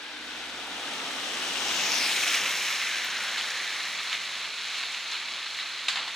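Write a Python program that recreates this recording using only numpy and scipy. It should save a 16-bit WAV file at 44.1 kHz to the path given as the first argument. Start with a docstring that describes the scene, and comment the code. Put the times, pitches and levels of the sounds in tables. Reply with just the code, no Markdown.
"""Tyres roar, hiss and fling spray on a wet road as a car comes from behind, passes close on the left,
slows and turns away ahead. Rough asphalt shakes the tyres, the tread throws off water, and the horn
between tread and road resonates ever lower, then rises a little. Beneath this the engine runs down,
grit snaps, a wheel slaps through slush and a few drops land nearby. The microphone's housing
colours the sound differently from each direction."""
import sys
import numpy as np
from scipy import signal
from scipy.fft import rfft, irfft, next_fast_len
from scipy.io import wavfile
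from scipy.ndimage import map_coordinates

SR = 44100
rng = np.random.default_rng(int(sys.argv[2]) if len(sys.argv) > 2 else 0)


def generate_wav(sig):
    """Save sig (samples, or channels by samples) to the path in sys.argv[1] as 16-bit PCM at SR."""
    pcm = np.round(np.clip(np.atleast_2d(sig).T, -1, 1) * 32767).astype(np.int16)
    wavfile.write(sys.argv[1], SR, pcm)


N = 271611

# exhaust hum envelope: time_s, level_db
HUM_LEVEL = [(0, -78), (.25, -71), (.55, -68), (1.02, -75), (1.65, -67), (2.05, -75), (2.7, -98)]
# partials of the exhaust and of the belt-driven parts: firing_multiple, relative_db
HUM_ORDERS = [(1, 4), (2, -9), (3, -2), (4, -1), (5, 3), (6, 4)]
BELT_ORDERS = [(3.93, -1), (4.8, 0), (7.43, -1.5)]
# drops landing nearby: start_s, relative_db, pitch_hz, t60_s
DRIP_TICKS = [(1.725, -27, 12200, .03), (2.705, -28, 12600, 0.053), (3.046, -28, 13400, 0.043),
              (3.236, -24, 9100, .012)]
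# stones snapping under the tread: start_s, relative_db, pitch_hz
GRIT_SNAPS = [(.881, -23, 1600), (2.279, -19, 2900), (2.348, -17, 2400), (2.458, -19, 3000),
              (3.046, -23, 1950), (3.206, -21, 2300), (3.411, -17, 3000), (4.1295, -13, 3200),
              (4.1423, -19, 3200), (4.1505, -17, 3100), (4.830, -24, 2600), (4.866, -20, 3800),
              (4.9465, -21, 2700), (5.259, -25, 3900), (5.8835, -17, 3000), (5.8858, -14, 4000)]
# slaps through slush: start_s, level_db, t60_s, brightness_db_per_octave
SLUSH_SLAPS = [(3.377, -28, 0.36, 0), (4.13, -41, 0.097, -4), (4.144, -35, 0.11, -3),
               (5.883, -22, 0.2, 0.5), (5.925, -31, 0.31, -1), (5.957, -28.5, 0.13, -2),
               (5.969, -32, 0.73, -4), (6.077, -30.5, 0.1, -2.5)]
# spectrum of flung slush and stone fragments: frequency_hz, density_db
SPATTER_SPECTRUM = [(40, -60), (150, -22), (450, -16.5), (900, 0.5), (2200, 6), (4200, 10), (5500, -4),
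                    (7600, -5), (9500, -16), (11000, -20), (15500, -32)]
# tyre spectrum from each bearing: frequency_hz, density_db
SPECTRUM_BEHIND = [(30, -39), (105, -19), (140, -14), (200, -7.5), (280, 0.5), (390, -4.5), (580, -3),
                   (850, 0.5), (1080, -5), (1500, -1), (2200, 0), (3700, 1), (4600, -3.5), (5600, -5.5),
                   (6500, -9), (7350, -13), (8500, -13.5), (9800, -19.5), (10800, -23), (15500, -31)]
SPECTRUM_BESIDE = [(30, -43), (100, -26), (170, -19), (580, -12.5), (900, -9), (1250, 0.1), (2300, 9),
                   (4100, 2), (4550, -6), (5500, -3), (6700, -7.5), (8000, -17), (9900, -18.5),
                   (10800, -29), (12800, -23.5), (15500, -33)]
SPECTRUM_AHEAD = [(30, -29), (120, -27), (170, -17), (280, -15), (400, -19), (620, -10.5), (1180, -5.5),
                  (1600, -4.5), (2200, 0.5), (3100, -3.5), (4200, 1.5), (4750, -7), (5600, -6.5),
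                  (7000, -8.5), (8600, -18), (9800, -17.5), (10900, -27.5), (15500, -30.5)]
# likeness of left and right from each bearing: frequency_hz, coherence
COHERENCE_BEHIND = [(100, 0.95), (400, 0.98), (1150, 1), (2000, 0.48), (3400, 0.32), (5300, 0.29),
                    (6500, 0.5), (9500, 0.57), (11000, 0.22)]
COHERENCE_BESIDE = [(100, .93), (300, .98), (900, .975), (1500, .992), (3300, .965), (5000, .75),
                    (8000, .78), (11000, .6), (15000, .6)]
COHERENCE_AHEAD = [(100, .65), (300, .82), (750, .97), (1300, .995), (2600, .99), (4100, .96), (5200, .45),
                   (6800, .77), (9700, .68), (11000, .15)]
# shading by the housing from each bearing: frequency_hz, left_minus_right_db
BALANCE_BEHIND = [(100, -3), (300, -1.5), (1600, -4.5), (3400, 6), (4600, 2.5), (5500, 5.5), (8400, 8),
                  (9900, -8), (11500, 6), (14000, 2)]
BALANCE_BESIDE = [(300, -1.5), (1500, -.4), (4000, 0), (5000, 2), (6700, 4.5), (8200, 0), (9700, -6),
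                  (11200, 0), (14000, -2)]
BALANCE_AHEAD = [(300, -1.5), (1500, -.4), (3000, -.3), (4500, -1.5), (5100, -3), (6000, 3), (7200, 5),
                 (8300, 0), (9700, -7), (11300, -1.5), (14000, -4)]
# phase between the ports from each bearing: frequency_hz, left_lead_rad
PHASE_BEHIND = [(100, 0), (1100, .1), (2800, 1), (4500, .3), (5200, 1.6), (5700, -.6), (6400, .1),
                (9500, -.4), (10800, 2)]
PHASE_BESIDE = [(1000, 0), (4100, .25), (4600, .9), (5400, 1), (7100, -.1), (8300, -.5), (9900, .3),
                (10700, 1.1), (13000, .7)]
PHASE_AHEAD = [(2000, 0), (4700, .1), (5350, 1.1), (6000, .55), (8400, -1), (10000, -.3), (11300, 1.5)]
# resonance between tread and road as the car slows and turns: time_s, centre_hz, boost_db
HORN_RESONANCE = [(0, 3260, 0), (1.0, 3100, 2), (1.7, 2860, 3), (2.55, 2240, -0.5), (3.2, 1470, 4),
                  (3.55, 1760, 4), (3.95, 1900, 1), (4.501, 1950, -1.9), (6.16, 2100, -1.5)]
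# notches cut by reflections: behind_hz, ahead_hz, midway_m, glide_m, depth_db, deepest_m, fade_m
REFLECTION_NOTCHES = [(10050, 4040, 0.14, 1.1, 6, -0.34, 1.53), (2300, 590, 0.37, 2.2, 3, 0.46, 5)]
# wetter (+) and drier (-) patches of road: middle_s, half_length_s, gain_db
ROAD_WETNESS = [(.38, 0.11, 1), (.93, 0.18, 1), (2.236, 0.008, 3), (2.282, 0.0059, 2.5), (2.35, .02, 2.5),
                (3.41, 0.027, -1), (4.14, .025, 3), (4.24, 0.1, -1), (4.53, 0.08, -2), (4.79, .07, 1.5),
                (4.95, .025, 2), (5.14, 0.033, 2.5), (5.24, 0.034, -1), (5.6, 0.025, 2)]
# rougher (+) and smoother (-) patches of asphalt: middle_s, half_length_s, gain_db
ROAD_ROUGHNESS = [(.85, 0.38, 3), (1.65, 0.032, 0.5), (2.43, .06, 2.5), (2.87, 0.085, -3.5), (3.15, 1, 4),
                  (4.58, 0.037, -3.5), (5.34, 0.043, 4.5)]

START_M_PER_S, END_M_PER_S = 8, 2.14
BRAKED_S, ABREAST_S = 3.58, 2.035  # braking ends; the car is closest
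TIME_S = np.arange(N) / SR


def amp(db):
    """Decibels to amplitude ratio."""
    return 10 ** (np.asarray(db) / 20)


def unit(x):
    """Normalisation to rms 1."""
    return x / np.sqrt(np.mean(x ** 2) + 1e-20)


def bell(x, width):
    """A Gaussian of height 1 around x = 0."""
    return np.exp(-(x / width) ** 2)


def along(points, hz):
    """Interpolation on a logarithmic frequency axis."""
    knots_hz, values = np.transpose(points)
    return np.interp(np.log(hz + 1), np.log(knots_hz + 1), values)


def wobble(rate_hz):
    """Random modulation: a spline through rate_hz knots a second."""
    return map_coordinates(rng.standard_normal(int(N * rate_hz / SR) + 4), [TIME_S * rate_hz])


def filtered(x, response):
    """Linear filtering: the spectrum of x times a frequency response."""
    size = next_fast_len(x.shape[-1] + SR // 8)
    return irfft(rfft(x, size) * response(np.fft.rfftfreq(size, 1 / SR)), size)[..., :x.shape[-1]]


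def add(track, start_s, sound):
    """Superposition of a sound on a track."""
    part = track[..., round(start_s * SR):][..., :sound.shape[-1]]
    part += sound[..., :part.shape[-1]]


def drive():
    """Uniform deceleration, then steady rolling: speed in m/s and metres past the microphone."""
    speed = np.interp(TIME_S, [0, BRAKED_S], [START_M_PER_S, END_M_PER_S])
    travelled_m = np.cumsum(speed) / SR
    return speed, travelled_m - np.interp(ABREAST_S, TIME_S, travelled_m)


def pass_by(near_db, fall_db, rear_db, side_m):
    """Spreading and directivity: fall_db less per doubling of distance, rear_db more towards the tail."""
    _, past_m = drive()
    distance_m = np.hypot(past_m, side_m)
    return near_db - fall_db * np.log2(distance_m / side_m) + rear_db * past_m / distance_m


def bearing_weights():
    """Linear crossfade with position: the shares heard from behind, beside and ahead."""
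    _, past_m = drive()
    bearing = np.interp(past_m, [-2.2, 1.8, 7.5], [.18, 1, 2])  # 0 behind, 1 beside, 2 ahead
    return [np.maximum(1 - abs(bearing - k), 0) for k in range(3)]


def ports(hz, coherence, balance, phase):
    """Partial coherence: gains of direct and scattered sound at the two microphone ports."""
    angle = np.arccos(np.clip(along(coherence, hz), 0, 1)) / 2
    side = np.array([[1], [-1]])
    shade = amp(side * along(balance, hz) / 2) * np.exp(.5j * side * along(phase, hz))
    shade /= np.abs(shade).mean(0)
    return shade * np.cos(angle), shade * side * np.sin(angle)


def partials(orders, phase):
    """Additive synthesis: sines at multiples of one phase, each wavering in level."""
    return sum(amp(db + 2.3 * wobble(6)) * np.sin(multiple * phase + rng.uniform(0, 2 * np.pi))
               for multiple, db in orders)


def engine(start_hz, lift_s, sag_hz_per_s):
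    """Periodic firing: exhaust hum and belt whine sink together once the throttle is lifted."""
    firing_hz = np.clip(start_hz - sag_hz_per_s * (TIME_S - lift_s), start_hz / 2, start_hz)
    phase = 2 * np.pi * np.cumsum(firing_hz * (1 + .0031 * wobble(9.1))) / SR
    hum_db = np.interp(TIME_S, *np.transpose(HUM_LEVEL))
    belt_db = pass_by(near_db=-66, fall_db=.5, rear_db=-9.5, side_m=.81)
    return amp(hum_db) * partials(HUM_ORDERS, phase) + amp(belt_db) * partials(BELT_ORDERS, phase)


def drips(width_hz, gain_db):
    """Drop impact: thin, high ticks of narrow-band noise that decay exponentially."""
    out, t = np.zeros((2, N)), np.arange(SR // 12) / SR
    for start_s, db, pitch_hz, t60_s in DRIP_TICKS:
        ring = filtered(rng.standard_normal((2, len(t))), lambda hz: bell(hz - pitch_hz, width_hz))
        add(out, start_s, unit(ring) * amp(db + gain_db - 60 * t / t60_s))
    return out


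def grit(cycles, scatter_db, scatter_t60_s, low_hz):
    """Damped transients: each stone snaps and scatters fragments, too small to radiate bass."""
    out, t = np.zeros(N), np.arange(SR // 16) / SR
    for start_s, db, pitch_hz in GRIT_SNAPS:
        snap = np.sin(2 * np.pi * pitch_hz * t) * t * np.exp(-t * pitch_hz / cycles)
        noise = filtered(rng.standard_normal(len(t)), lambda hz: amp(along(SPATTER_SPECTRUM, hz)))
        fragments = unit(noise) * amp(scatter_db - 60 * t / scatter_t60_s)
        add(out, start_s, amp(db) * (snap / abs(snap).max() + fragments))
    return signal.sosfilt(signal.butter(2, low_hz, "high", fs=SR, output="sos"), out)


def slush(attack_s, spread_db):
    """Incoherent summation: each slap of a wheel raises a sudden cloud of drops that dies away."""
    out, t = np.zeros((2, N)), np.arange(SR // 3) / SR
    image = lambda hz: np.array(ports(hz, COHERENCE_AHEAD, BALANCE_AHEAD, PHASE_AHEAD))
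    for start_s, db, t60_s, brightness in SLUSH_SLAPS:
        drops = rng.standard_normal((2, len(t))) * amp(spread_db * rng.standard_normal(len(t)))
        colour = lambda hz: amp(along(SPATTER_SPECTRUM, hz) + brightness * np.log2((hz + 1) / SR))
        cloud = unit(filtered(drops[:, None], lambda hz: colour(hz) * image(hz)).sum(0))
        add(out, start_s, cloud * amp(db - 60 * t / t60_s) * (1 - np.exp(-t / attack_s)))
    return out


def patches(rows):
    """Amplitude modulation by the road: a swell or dip in dB as the wheels cross each patch."""
    return sum(db * bell(TIME_S - middle_s, half_s) for middle_s, half_s, db in rows)


def droplets(per_s, share, t60_s=.011):
    """Shot noise: spatters of uneven size carry a share of the power, a smooth rush the rest."""
    sizes = amp(3 * np.minimum(rng.exponential(size=N), 2 * np.pi))
    impacts = sizes * (rng.random(N) < per_s / SR)
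    decay = amp(-60 * np.arange(SR // 20) / SR / t60_s)
    power = abs(signal.fftconvolve(impacts ** 2, decay ** 2)[:N])
    spatter = np.sqrt(power) * rng.standard_normal(N)
    return np.sqrt(share) * unit(spatter) + np.sqrt(1 - share) * rng.standard_normal(N)


def passing_band(source, low_hz, high_hz):
    """Directional filtering by the housing: a noise band's colour and width follow the car's bearing."""
    size = next_fast_len(N + SR // 8)
    hz = np.fft.rfftfreq(size, 1 / SR)
    direct, scattered = rfft([source, rng.standard_normal(N)], size)
    band = 1 / np.sqrt((1 + (low_hz / (hz + 1)) ** 10) * (1 + (hz / high_hz) ** 10))
    bearings = [(SPECTRUM_BEHIND, COHERENCE_BEHIND, BALANCE_BEHIND, PHASE_BEHIND),
                (SPECTRUM_BESIDE, COHERENCE_BESIDE, BALANCE_BESIDE, PHASE_BESIDE),
                (SPECTRUM_AHEAD, COHERENCE_AHEAD, BALANCE_AHEAD, PHASE_AHEAD)]
    out = np.zeros((2, N))
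    for weight, (colour, *image) in zip(bearing_weights(), bearings):
        direct_gain, scattered_gain = ports(hz, *image)
        at_ports = direct * direct_gain + scattered * scattered_gain
        pair = irfft(at_ports * band * amp(along(colour, hz)), size)[:, :N]
        out += weight * pair / pair.mean(0).std()
    return out


def horn_and_reflections(x, horn_octaves, notch_octaves):
    """Resonance and interference: the tread's horn adds a moving peak, reflections cut falling notches."""
    hz, t, spectra = signal.stft(x, SR, nperseg=1024)
    log_hz = np.log2(hz[:, None] + 1)
    past_m = np.interp(t, TIME_S, drive()[1])
    time_s, centre_hz, boost_db = np.transpose(HORN_RESONANCE)
    octaves = log_hz - np.log2(np.interp(t, time_s, centre_hz))
    hollow_above = .79 * bell(octaves - .61, horn_octaves)
    db = np.interp(t, time_s, boost_db) * (bell(octaves, horn_octaves) - hollow_above)
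    for behind_hz, ahead_hz, midway_m, glide_m, depth_db, deepest_m, fade_m in REFLECTION_NOTCHES:
        fallen = (1 + np.tanh((past_m - midway_m) / glide_m)) / 2
        octaves = log_hz - np.log2(behind_hz * (ahead_hz / behind_hz) ** fallen)
        crest_below = .38 * bell(octaves + .46, notch_octaves)
        db += depth_db * bell(past_m - deepest_m, fade_m) * (crest_below - bell(octaves, notch_octaves))
    return signal.istft(spectra * amp(db), SR, nperseg=1024)[1][:, :N]


def tread_whine(start_hz, width_hz):
    """Quasi-periodic impacts: unevenly spaced tread blocks give a fuzzy pitch proportional to speed."""
    speed, _ = drive()
    phase = 2 * np.pi * np.cumsum(start_hz * speed / START_M_PER_S) / SR
    fuzz = filtered(rng.standard_normal((2, N)), lambda hz: bell(hz, width_hz / 2))
    whine = unit(fuzz[0] * np.cos(phase) + fuzz[1] * np.sin(phase))
    return amp(pass_by(near_db=-54.5, fall_db=1.5, rear_db=-7.5, side_m=3)) * whine


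def tyre_roar():
    """Forced vibration: rough asphalt shakes the tyre carcass into low noise."""
    carcass = passing_band(rng.standard_normal(N), low_hz=20, high_hz=1000)
    level_db = pass_by(near_db=-40.5, fall_db=5, rear_db=-2.5, side_m=2.09) + patches(ROAD_ROUGHNESS)
    return amp(level_db + .38 * wobble(13)) * carcass


def spray():
    """Independent impacts: large and small flung drops make two bands of fluttering treble."""
    coarse = passing_band(droplets(per_s=3000, share=.58), low_hz=4600, high_hz=9000)
    fine = passing_band(droplets(per_s=2500, share=.68), low_hz=9000, high_hz=20000)
    _, past_m = drive()
    _, beside, _ = bearing_weights()
    shadow_db = 2.4 * bell(past_m - 4.06, .45)  # the car's flank briefly hides part of the spray
    fine_db = -10.5 + .79 * beside  # the finest spray carries best when the wheels are near
    level_db = pass_by(near_db=-30.5, fall_db=7, rear_db=1.37, side_m=1.68) + patches(ROAD_WETNESS)
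    return amp(level_db - shadow_db + .32 * wobble(22.3)) * (coarse + amp(fine_db) * fine)


def wet_hiss():
    """Shot noise of water under the tread, fluttering as the road is wetter or drier."""
    water = passing_band(droplets(per_s=3000, share=.42), low_hz=1000, high_hz=4600)
    level_db = pass_by(near_db=-29, fall_db=4, rear_db=2.5, side_m=2.13) + patches(ROAD_WETNESS)
    return amp(level_db + .3 * wobble(22.73)) * water


def tyres():
    """Rolling noise: roar, hiss and spray shaped by horn and reflections, plus the tread's whine."""
    rolling = tyre_roar() + wet_hiss() + spray()
    shaped = horn_and_reflections(rolling, horn_octaves=.17, notch_octaves=.25)
    return shaped + tread_whine(start_hz=1598, width_hz=320)


def scene():
    """Superposition of the car's sources in the open air."""
    stones = grit(cycles=.82, scatter_db=-27, scatter_t60_s=.038, low_hz=815)
    motor = engine(start_hz=62.6, lift_s=.55, sag_hz_per_s=12.8)
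    ticks = drips(width_hz=1100, gain_db=-11.5)
    slaps = slush(attack_s=.0004, spread_db=3)
    return motor + ticks + stones + slaps + tyres()


def record(dry):
    """Band limiting: an ideal low-pass removes the highest treble."""
    return filtered(dry, lambda hz: hz < 15850)


dry = scene()
out = record(dry)
generate_wav(out)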